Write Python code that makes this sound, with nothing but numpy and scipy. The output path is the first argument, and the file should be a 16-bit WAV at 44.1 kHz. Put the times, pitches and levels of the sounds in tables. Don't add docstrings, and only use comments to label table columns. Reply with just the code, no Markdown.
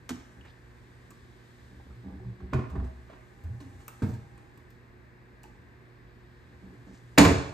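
import sys
import numpy as np
from scipy import signal
from scipy.fft import rfft, irfft, next_fast_len
from scipy.io import wavfile

SR = 44100
rng = np.random.default_rng(int(sys.argv[2]) if len(sys.argv) > 2 else 0)


def elevation(decibels):
    levels = np.asarray(decibels, float)
    return 10 ** (levels / 20)


def dump(signal):
    limited = np.clip(np.atleast_2d(signal).T, -1, 1)
    pcm = np.round(limited * 32767).astype(np.int16)
    wavfile.write(sys.argv[1], SR, pcm)


N = 332073

# (frequency [Hz], density [dB per Hz])
RUMBLE_SPECTRUM = [(15, -42), (25, -29), (49, 0), (91, -7.5), (123, -12), (151, -11.5), (233, -13.5),
                   (325, -15.5), (357, -12.5), (387, -15), (479, -21.5), (600, -25), (780, -54)]
# (frequency [Hz], density [dB per Hz])
DUCT_SPECTRUM = [(350, -26.5), (600, -3.5), (715, -0.5), (740, -4), (1000, -1.5), (1070, -1), (1420, -6),
                 (1530, 0.5), (1780, 1.5), (2800, -13.5), (3200, -45), (4160, -53), (7040, -120)]
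RUMBLE_DB, DUCT_DB = -56, -61.5
# (frequency [Hz], level [dB rms])
HUM_LINES = [(120, -56.5), (240, -67.5), (360, -65), (480, -72.5)]
# (time [s], frequency [Hz], level [dB])
WHINE = [(3.15, 794, -94), (3.4, 805, -71.5), (4.4, 812, -71.5), (4.7, 815, -84)]
# (time [s], level [dB])
RUSTLE = [(0.0, -81.5), (0.32, -77), (0.48, -80), (1.64, -77.5), (1.87, -80), (2.51, -82.5), (2.71, -78.5),
          (3.49, -81), (4.07, -73.5), (4.17, -78.5), (4.87, -85), (5.96, -84), (6.82, -80), (7.16, -76)]
# (frequency [Hz], density [dB per Hz])
DULL_RUSTLE = [(2000, -43), (3000, -0.5), (4000, -2), (5200, -6.5), (7000, -31.5)]
BRIGHT_RUSTLE = [(4000, -19), (6000, 2), (8300, 1), (10000, 2), (12000, -4), (14500, -29), (16200, -34)]
DULL_DB, DULL_FOLLOWS, BRIGHT_DB = -73.5, 0.4, 4

# (time [s], hold [s], level [dB], low edge [Hz], high edge [Hz])
SCUFFS = [(0.45, .015, -64, 1500, 3100), (0.48, 0.025, -68.5, 2500, 5270), (4.026, .02, -55, 600, 2000),
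          (3.09, 0.029, -67, 500, 2550), (3.16, .06, -68, 1400, 2400), (6.875, 0.028, -75, 2490, 7950),
          (6.936, 0.04, -69, 1500, 8900), (2.535, 0.0054, -48.5, 600, 2570), (2.765, .006, -59, 800, 2080),
          (4.05, 0.069, -67, 2980, 13900), (4.548, .004, -83, 5500, 9000), (7.21, 0.053, -26, 500, 1190)]
SCUFF_GRAINS_PER_S = 3200
# (time [s], hold [s], level [dB], frequency [Hz])
WOBBLES = [(0.218, 0.043, -56, 70.4), (0.378, 0.071, -53, 74), (1.624, 0.018, -52, 66),
           (1.761, 0.039, -51, 69), (1.892, 0.016, -45, 67.3), (2.068, 0.02, -44, 78),
           (2.124, .06, -45, 66), (2.24, 0.068, -46, 67), (2.052, 0.1, -48.5, 191.4), (2.8, .05, -45, 240),
           (2.81, .1, -58, 640), (2.124, 0.037, -52.5, 285), (2.209, .03, -54, 375), (2.428, .02, -52, 371),
           (3.612, 0.014, -49, 284.7), (3.645, 0.017, -48.5, 265), (2.058, 0.028, -49.5, 264),
           (2.255, 0.039, -44.5, 189.6), (2.418, 0.081, -48.5, 189), (2.433, 0.015, -38.5, 68),
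           (2.716, 0.022, -34.5, 73), (2.774, .08, -31.5, 63), (2.778, .008, -32, 67.7),
           (2.898, 0.081, -44, 65.7), (3.451, 0.011, -33, 84), (3.499, 0.01, -44, 88.7),
           (3.58, .012, -55, 88), (3.667, 0.017, -48.5, 91.5), (3.753, 0.017, -50, 92.5),
           (5.589, .015, -55, 83), (6.553, .03, -54, 78), (6.65, .08, -54.5, 73)]
# (time [s], hold [s], level [dB])
BOOMS = [(1.975, 0.026, -47.5), (2.208, 0.027, -45.5), (2.264, 0.056, -37.5), (2.51, 0.021, -43),
         (2.655, .015, -39), (2.767, .012, -35), (3.507, 0.062, -38), (3.64, .02, -53.5),
         (4.176, 0.077, -48), (4.322, 0.13, -53), (5.458, 0.026, -58), (5.6, 0.024, -70),
         (6.775, 0.035, -51), (7.038, 0.13, -56)]
BOX_HZ = 119
# (time [s], hold [s], level [dB])
DRAGS = [(0.372, 0.032, -52.5), (1.722, 0.035, -53.5), (1.868, 0.034, -51.5), (2.051, 0.096, -46),
         (2.212, 0.091, -51), (2.404, 0.04, -49.5), (2.65, .015, -56), (2.739, 0.092, -39.5),
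         (3.45, 0.1, -55), (3.625, 0.037, -52), (3.761, 0.016, -55.5), (5.467, 0.029, -53),
         (5.572, 0.012, -61), (6.51, .015, -55), (6.637, 0.12, -50), (6.871, 0.039, -51)]
RISE_DB_PER_S, SCUFF_FALL_DB_PER_S = 1000, 259
WOBBLE_FALL_DB_PER_S, BOOM_FALL_DB_PER_S, DRAG_FALL_DB_PER_S = 221, 301, 253

# (time [s], level [dB], frequency [Hz], t60 [s])
PINGS = [(0.094, -38, 1390, 0.051), (0.095, -45, 1200, 0.03), (0.096, -38, 600, .05),
         (0.146, -41.5, 267, 0.19), (0.4501, -49, 1790, .05), (0.41, -51, 2910, 0.027),
         (1.8, -49.5, 816, 0.054), (1.9, -58, 1276, 0.097), (2.403, -54, 1240, 0.035), (2.2, -48, 754, .05),
         (1.1052, -48, 7740, .012), (1.112, -49, 1150, 0.055), (1.107, -57, 2580, .03),
         (2.528, -24.5, 266, 0.048), (2.5275, -34, 580, 0.077), (2.5353, -31.5, 1100, .06),
         (2.5353, -43, 1430, 0.037), (2.537, -45, 1500, 0.045), (2.535, -56, 2160, 0.027),
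         (2.58, -46, 1240, .06), (2.754, -41.5, 1100, 0.081), (2.8, -46, 1060, 0.06),
         (2.699, -48, 1220, 0.04), (2.7567, -51, 1730, 0.068), (2.8, -52, 1690, .05),
         (3.603, -57, 4140, 0.037), (3.8804, -30, 14400, 0.0035), (3.8806, -41, 6400, .008),
         (3.8815, -40.5, 8800, 0.012), (3.88, -48.5, 2670, 0.022), (3.8806, -45.5, 2280, .03),
         (4.02, -41, 1350, 0.024), (4.021, -44, 1610, 0.036), (4.021, -23.5, 250, 0.034),
         (4.025, -47, 2160, .03), (5.433, -54, 8800, .02), (4.377, -61, 8370, .02),
         (4.575, -59, 7800, 0.011), (3.0985, -48, 1400, 0.014), (3.099, -45.5, 560, 0.057),
         (5.44, -47.5, 850, 0.096), (7.182, -15.5, 2330, 0.046), (7.179, -15, 1773, 0.06),
         (7.183, -14, 655, 0.1), (7.2, -20, 876, .08), (7.25, -23, 1600, 0.053), (7.25, -26, 1150, 0.041),
         (7.25, -24.5, 2970, .03), (7.3, -36, 1630, 0.072)]
# (time [s], level [dB], frequency [Hz], t60 [s])
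MORE_PINGS = [(0.0918, -46, 8400, 0.01), (0.0918, -44, 9700, .01), (0.0918, -42, 11200, .008),
              (0.0918, -47, 13200, .01), (0.0918, -47, 15600, .006), (3.892, -55, 8900, .008),
              (3.892, -57, 13000, .008), (5.439, -50, 2600, 0.022), (5.435, -52, 1500, .015),
              (2.754, -48, 1500, .012), (2.4035, -52, 1700, .012), (7.184, -21, 4400, 0.023),
              (7.183, -21, 6300, 0.023), (7.186, -21, 1450, .04), (7.213, -29, 6300, .04),
              (4.029, -20, 105, .12), (7.251, -28, 4300, .03), (7.251, -27, 2300, .04), (3.8812, -44, 1200, .03)]
PING_RISE_CYCLES, PING_SPREAD, PING_ROOM_DB = 1.7, 0.0813, -5.5
# (time [s], crack [dB], ring [dB], ring frequency [Hz], brightness above 9 kHz [dB])
TICKS = [
    (1.1062, -55, -54, 1200, 0),
    (2.7, -58, -50.5, 1220, -8),
    (3.4382, -65.5, -63, 813, 5),
    (3.8817, -50, -42, 1280, 0),
    (4.3777, -64, -51, 1100, -6),
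    (4.575, -66, -53, 1100, 6),
    (4.7037, -62, -66, 770, 0.5),
    (5.4327, -53.5, -70, 850, -1.5),
]
TICK_PANEL_DB, TICK_OVERTONE = -52, 2.14

# (time [s], crack [dB], thud [dB], panel [dB], knock [dB])
PULL = [
    (0.0919, -31.5, -49, -45, -43.5),
    (0.1053, -42, -44, -27, -43),
    (0.1100, -60, -42.5, -30, -46),
]
TOUCHES = [(0.4486, -62, -66, -72, -55.5), (0.4877, -71, -63, -71, -77), (2.8402, -59, -34.5, -43, -57),
           (3.0963, -76, -72, -46.5, -51.5), (3.1276, -80, -78, -43, -52.5), (3.4387, -66, -60, -63, -63),
           (3.601, -52.5, -42.5, -43, -54), (3.798, -56.5, -46, -59, -59), (5.598, -76, -54, -64, -84),
           (6.7302, -70, -61, -39, -63), (6.9392, -73, -74, -50, -71)]
REBOUNDS = [
    (2.404, -64, -40, -47, -53),
    (2.755, -64, -29, -27, -42),
    (2.799, -68, -41, -40, -46),
]
FIRST_DOOR = [
    (2.5327, -45.5, -19.5, -36, -32),
    (2.543, -59, -17, -18, -43.5),
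    (2.5895, -71, -30.5, -21.5, -43),
]
SECOND_DOOR = [
    (4.020, -44.5, -43, -23.5, -37.5),
    (4.0315, -58, -23, -27, -37),
    (4.085, -53, -31.5, -44.5, -51),
    (4.134, -51, -29.5, -49, -71),
]
SLAM = [
    (7.177, -25.5, -45, -18.5, -17.5),
    (7.1815, -10.5, -43, -6, -23),
    (7.184, -28, -27, -9, -24),
    (7.191, -38, -19.5, -9.5, -20.5),
    (7.211, -23.5, -18, -11.5, -32),
    (7.250, -23.5, -11, -14, -25),
    (7.309, -48, -47, -15, -38),
]
# (frequency [Hz], width [Hz], level [dB])
PULL_MODES = [(83, 9.3, -3), (129.5, 13, -5), (182, 10.5, 0), (242.2, 12.6, 10), (256, 26, 4.5),
              (329, 15, -1), (428, 18, 2.5), (744, 62, 10), (1100, 150, -9), (1330, 58, -11)]
FIRST_MODES = [(67, 11, -5), (84.6, 6.9, 2.5), (129.2, 11.6, 2.5), (198, 63, 5.5), (220, 23.5, -1.5),
               (281.5, 37.5, 0.5), (296, 40, 0), (362.5, 20.3, -3.5), (500, 21, -17.5), (645.6, 8.3, 8),
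               (750, 22, 7), (1076, 10, 10.5), (1114, 13.4, -3), (1370, 36, -29), (1690, 32, -19),
               (2220, 130, -19)]
SECOND_MODES = [(57, 36, -33), (84, 3, -8), (115.4, 11, 2), (140, 37, 6), (205, 5.8, 3), (251, 19.6, 12.5),
                (312, 7.2, -5), (360, 20, -7), (443, 17, -1), (624, 8.3, 0.5), (744, 10, 1), (950, 22, 5),
                (1080, 27, 2), (1220, 18, 5), (1590, 50, 2), (2180, 110, -37)]
SLAM_MODES = [(63, 3.7, -10.5), (76.5, 4.9, 3), (92.2, 7.6, 9), (100.7, 2.53, -5), (128.6, 3.2, -3.5),
              (172.2, 7.7, -3.5), (205.6, 18.2, 0), (272, 29, 4), (287, 13.4, 2.5), (369.4, 5.5, -14),
              (438, 8.4, -10.5), (458, 32, -0.5), (552.4, 19.4, -7), (640, 12, 6), (826, 8.3, -6),
              (871, 13, 8.5), (1030, 33, 10), (1150, 27, -19), (1340, 26, -19), (1376, 47, 10),
              (1600, 83, -15), (1770, 42, -2.5), (2260, 13, -10), (2330, 42, 15.5)]
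HELD_MODES = [(192.2, 6.3, 12.5), (250, 28, 9.5), (281.5, 4.5, 6), (375, 27, -1.5), (460, 22, -8),
              (607, 75, -12), (794, 9.5, -2.5), (1070, 28, -16)]
BODY_EDGES_HZ = [150, 600]
BOUNCE_DULLS_DB = 4
# (frequency [Hz], level [dB], t60 [s])
FIRST_LINGERS = [(81, -32, .26), (129, -31, 0.28), (221.5, -36, .3), (291, -37, .22), (371.2, -38, .4),
                 (630, -45.5, 0.42), (1075, -48, .2), (1690, -54, .2)]
SECOND_LINGERS = [(96.8, -29, .5), (124, -29, .46), (146.3, -38, 0.63), (225, -35, .4), (345, -44.5, 0.45),
                  (462, -43, .25), (616, -48.5, 0.36)]
SLAM_LINGERS = [(177.7, -22, .5), (221, -27, .5), (275.5, -19.5, 0.54), (292, -19.5, 0.52), (371, -31, .9),
                (457, -23, 0.53), (554, -29, 0.62), (661, -27, .6), (880, -28, 0.38), (1033, -27, .5),
                (1473, -31, .4), (1553, -31, 0.42), (2100, -30, .3), (2323, -28, 0.32), (2957, -38, 0.3)]
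LINGER_STARTS_S = [
    2.538,
    4.029,
    7.183,
]
LINGER_RISE_CYCLES = 1.9

# (frequency [Hz], t60 [s], level [dB])
ROOM = [(59.3, 1, -13.5), (130, 0.63, -7), (250, 0.44, -4.5), (420, 0.55, -2.5), (690, 0.67, 3),
        (1500, 0.68, 0), (2400, 0.6, 2.5), (4970, 0.58, 0.5), (9250, 0.52, -0.5), (11800, 0.15, 3),
        (15000, 0.22, -10)]
ROOM_BUILD_S = 0.0012
DOOR_LEAN = 0.25
# (frequency [Hz], likeness [0-1], left minus right [dB], right leads [rad])
PORTS = [(50, 0.73, -0.5, 0.59), (395, 0.74, -2.5, 0.36), (743, 0.16, -4, -1.9), (1950, 0, 2, 0.88),
         (3140, 1, 1.5, -1.83), (5500, 0.03, 4, 1.25), (6600, 0.65, -1.5, 0.81), (8180, 0.5, 2, 0.16)]
PORTS_TOP = [(9300, .99, 0, 2.93), (11100, .99, 0, 2.97), (11800, .6, 0, 4.9), (12600, .97, 0, 6.25),
             (14300, .97, 0, 6.5), (14900, .97, 0, 6.8), (15600, .9, 0, 9.2), (16300, .8, 0, 12)]


def at_hz(points, hz, column=1):
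    points = np.array(points)
    return np.interp(np.log(np.maximum(hz, 1)), np.log(points[:, 0]), points[:, column])


def in_time(rows, silent_db=-120):
    s, *columns = np.transpose(rows)
    t = np.arange(N) / SR
    curves = []
    for column in columns:
        outside = [silent_db] * 2 if column.max() < 0 else []
        curves.append(np.interp(t, s, column, *outside))
    return curves


def rms_one(x):
    return x / np.sqrt(np.mean(x ** 2) + 1e-20)


def drift(rate_hz, channels=1):
    r = np.exp(-2 * np.pi * rate_hz / SR)
    white = rng.standard_normal((channels, N + SR))
    return rms_one(signal.lfilter([1], [1, -2 * r, r * r], white)[:, SR:])


def coloured(spectrum):
    gain = elevation(at_hz(spectrum, np.fft.rfftfreq(N, 1 / SR)))
    return rms_one(irfft(rfft(rng.standard_normal((2, N))) * gain, N))


def band(x, low_hz, high_hz):
    return signal.sosfilt(signal.butter(2, [low_hz, high_hz], "band", fs=SR, output="sos"), x)


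def held(s, hold_s, db, fall_db_per_s):
    t = np.arange(N) / SR - s
    return elevation(db + RISE_DB_PER_S * np.minimum(t, 0) - fall_db_per_s * np.maximum(t - hold_s, 0))


def hum():
    t = np.arange(N) / SR
    lines = 0
    for hz, db in HUM_LINES:
        gain = elevation(db - 1.5 + 1.2 * drift(8.3, channels=2))
        lines = lines + gain * np.sin(2 * np.pi * hz * t + 0.099 * drift(5.1))
    whine_hz, whine_db = in_time(WHINE)
    return lines + elevation(whine_db + 7) * np.sin(2 * np.pi * np.cumsum(whine_hz) / SR)


def rustle():
    stir_db = np.interp(np.arange(N) / SR, *np.transpose(RUSTLE))
    flutter_db = 1.17 * drift(0.42, channels=2)
    dull_db = DULL_DB + DULL_FOLLOWS * (stir_db - stir_db.mean()) + flutter_db[0]
    bright_db = stir_db + BRIGHT_DB + flutter_db[1]
    return elevation(dull_db) * coloured(DULL_RUSTLE) + elevation(bright_db) * coloured(BRIGHT_RUSTLE)


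def background():
    rumble = elevation(RUMBLE_DB) * coloured(RUMBLE_SPECTRUM)
    duct = elevation(DUCT_DB + 0.25 * drift(0.95)) * coloured(DUCT_SPECTRUM)
    return rumble + duct + rustle() + hum()


def room(x):
    t, tail = np.arange(SR) / SR, 0
    edges_hz = 35 * 2 ** np.arange(0, 9.1, 0.5)
    white = rng.standard_normal((2, 2, SR))
    for k, (low_hz, high_hz) in enumerate(zip(edges_hz, edges_hz[1:])):
        centre_hz = np.sqrt(low_hz * high_hz)
        t60, level_db = at_hz(ROOM, centre_hz, column=1), at_hz(ROOM, centre_hz, column=2)
        dying = elevation(level_db - 60 * t / t60) / np.sqrt(t60 * SR / 14)
        tail = tail + band(white[k % 2], low_hz, high_hz) * dying
    tail = tail * (1 - np.exp(-(t / ROOM_BUILD_S) ** 2))
    return signal.fftconvolve(x[None], tail, axes=1)[:, :N]


def scuffs():
    sparse = (rng.random(N) < SCUFF_GRAINS_PER_S / SR) * rng.standard_normal(N)
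    grains = sparse + 0.11 * rng.standard_normal(N)
    out = np.zeros(N)
    for s, hold_s, db, low_hz, high_hz in SCUFFS:
        stroke = band(band(grains, low_hz, high_hz), low_hz, high_hz)
        out += held(s, hold_s, db, SCUFF_FALL_DB_PER_S) * rms_one(stroke)
    return out


def dragged_panel():
    slips = (rng.random(N) < 350 / SR) * rng.standard_normal(N)
    slips = band(slips, 100, 1000)
    panel = 0
    for hz, width_hz, level_db in HELD_MODES:
        r = np.exp(-np.pi * width_hz / SR)
        poles = [1, -2 * r * np.cos(2 * np.pi * hz / SR), r * r]
        panel = panel + elevation(level_db) * rms_one(signal.lfilter([1, 0, -1], poles, slips + 1e-18))
    return elevation(-4.0) * rms_one(panel) * sum(held(*row, DRAG_FALL_DB_PER_S) for row in DRAGS)


def swings():
    t = np.arange(N) / SR
    unsteady = drift(17.5, channels=3)
    wobble = np.zeros(N)
    for s, hold_s, db, hz in WOBBLES:
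        swing = np.sin(2 * np.pi * hz * (t - s) + 0.5 * unsteady[1])
        wobble += held(s, hold_s, db, WOBBLE_FALL_DB_PER_S) * swing
    wobble = wobble * (1 + 0.1 * unsteady[0])
    boom = np.sin(2 * np.pi * BOX_HZ * t + 0.34 * unsteady[2])
    boom = boom * sum(held(*row, BOOM_FALL_DB_PER_S) for row in BOOMS)
    return wobble + boom + dragged_panel()


def pings():
    out, t = np.zeros(N + SR), np.arange(SR // 4) / SR
    for s, db, hz, t60 in PINGS + MORE_PINGS:
        rings = np.sin(2 * np.pi * hz * t) * (1 + np.cos(2 * np.pi * PING_SPREAD * hz * t))
        swell = 1 - np.exp(-t * hz / PING_RISE_CYCLES)
        start = round(s * SR)
        out[start:start + len(t)] += elevation(db - 60 * t / t60) * swell * rings
    return out[:N]


def ticks():
    out = 0
    for s, crack_db, ring_db, ring_hz, bright_db in TICKS:
        modes = [(210, 20, 0), (300, 25, -2), (460, 30, -5),
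                 (ring_hz, 60, 0), (TICK_OVERTONE * ring_hz, 250, -1)]
        contact = (s, crack_db, -90, TICK_PANEL_DB, ring_db)
        out = out + knocks([contact], modes, crack_t60=0.057, rise_s=0.0001, swell_s=0.0059,
                           grit_db=2.5, bright_db=bright_db)
    return out


def lingering():
    out = np.zeros(N)
    for s, modes in zip(LINGER_STARTS_S, (FIRST_LINGERS, SECOND_LINGERS, SLAM_LINGERS)):
        start = round(s * SR)
        t = np.arange(min(SR, N - start)) / SR
        hz, db, t60 = np.transpose(modes)[:, :, None]
        swell = 1 - np.exp(-t * hz / LINGER_RISE_CYCLES)
        rings = elevation(db - 60 * t / t60) * swell * np.sin(2 * np.pi * hz * t)
        out[start:start + len(t)] += np.sum(rings, axis=0)
    return out


def knocks(contacts, modes, crack_t60, rise_s, swell_s, grit_db, bright_db, dulls_db=0):
    out, t = np.zeros(N + SR), np.arange(SR // 2) / SR
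    hz, width_hz, level_db = np.transpose(modes)[:, :, None]
    group = np.searchsorted(BODY_EDGES_HZ, hz[:, 0])
    group_power = [[np.sum(elevation(level_db[group == g]) ** 2)] for g in group]
    share = elevation(level_db) / np.sqrt(group_power)
    width_hz = np.maximum(width_hz, (hz - 400) / 16)
    swell = 1 - np.exp(-t * hz / (100 * swell_s))
    rings = np.exp(-np.pi * width_hz * t) * swell * np.sin(2 * np.pi * hz * t)
    for k, (s, crack_db, *body_db) in enumerate(contacts):
        mode_db = np.array(body_db)[group, None] + rng.standard_normal((len(modes), 1))
        hit = (-1) ** (k + 1) * np.sum(share * elevation(mode_db) * rings, axis=0)
        dying = elevation(-60 * t / crack_t60)
        noise = rng.standard_normal((3, len(t))) * dying * (1 - np.exp(-t / rise_s))
        crack = band(band(noise[0], 1100, 10700), 250, 10600)
        top = band(noise[1] * dying, 6400, 18000)
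        top_db = bright_db - dulls_db * max(k - 1, 0)
        hit += elevation(crack_db) * (crack + elevation(top_db) * top)
        hit += elevation(body_db[2] + grit_db) * band(noise[2], 467, 1740)
        start = round(s * SR)
        out[start:start + len(t)] += hit
    return out[:N]


def pulled_door():
    return knocks(PULL, PULL_MODES, crack_t60=0.044, rise_s=0.0001, swell_s=0.01, grit_db=15.5, bright_db=-23)


def shut_doors():
    out = knocks(TOUCHES, FIRST_MODES, crack_t60=0.11, rise_s=0.005, swell_s=0.007,
                 grit_db=13, bright_db=-13)
    out += knocks(REBOUNDS, FIRST_MODES, crack_t60=0.033, rise_s=0.0021, swell_s=0.013,
                  grit_db=10.5, bright_db=-10)
    out += knocks(FIRST_DOOR, FIRST_MODES, crack_t60=0.053, rise_s=0.00076, swell_s=0.0092,
                  grit_db=12, bright_db=-18)
    out += knocks(SECOND_DOOR, SECOND_MODES, crack_t60=0.077, rise_s=0.0047, swell_s=0.0041,
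                  grit_db=7.5, bright_db=-12)
    out += knocks(SLAM, SLAM_MODES, crack_t60=0.051, rise_s=0.00039, swell_s=0.0088,
                  grit_db=17.5, bright_db=-9.5, dulls_db=BOUNCE_DULLS_DB)
    return out


def scene():
    doors = shut_doors() + ticks()
    pull, rings, moving = pulled_door(), pings(), swings()
    to_walls = doors + elevation(PING_ROOM_DB) * rings + elevation(-4.5) * pull + elevation(-6) * moving
    heard = lingering() + doors + rings + pull + moving + room(to_walls)
    lean = DOOR_LEAN * band(heard, 720, 4400) * [[-1], [1]]
    return heard + lean + background() + scuffs()


def roll_off(x):
    return signal.sosfilt(signal.butter(12, 16510, fs=SR, output="sos"), x)


def record(dry):
    size = next_fast_len(N + 4096)
    hz = np.fft.rfftfreq(size, 1 / SR)
    alike, lean_db, lead_rad = [at_hz(PORTS + PORTS_TOP, hz, column=c) for c in range(1, 4)]
    alike = np.clip(alike, 0, 1)
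    left, right = rfft(dry, size)
    mid = np.sqrt(1 + alike) * (left + right) / 2
    side = np.sqrt(1 - alike) * (left - right) / 2
    turn = np.exp(-0.5j * lead_rad * np.tanh(hz / 200))
    tilt = elevation(lean_db / 2) * turn
    ports = irfft(np.array([(mid + side) * tilt, (mid - side) / tilt]), size)[:, :N]
    ports = signal.sosfilt(signal.butter(2, 38, "high", fs=SR, output="sos"), ports)
    rounded = 1.2 * np.tanh(ports / 1.2)
    mix = signal.sosfilt(signal.cheby2(10, 60, 16900, fs=SR, output="sos"), rounded)
    return roll_off(mix)


dry = scene()
out = record(dry)
dump(out)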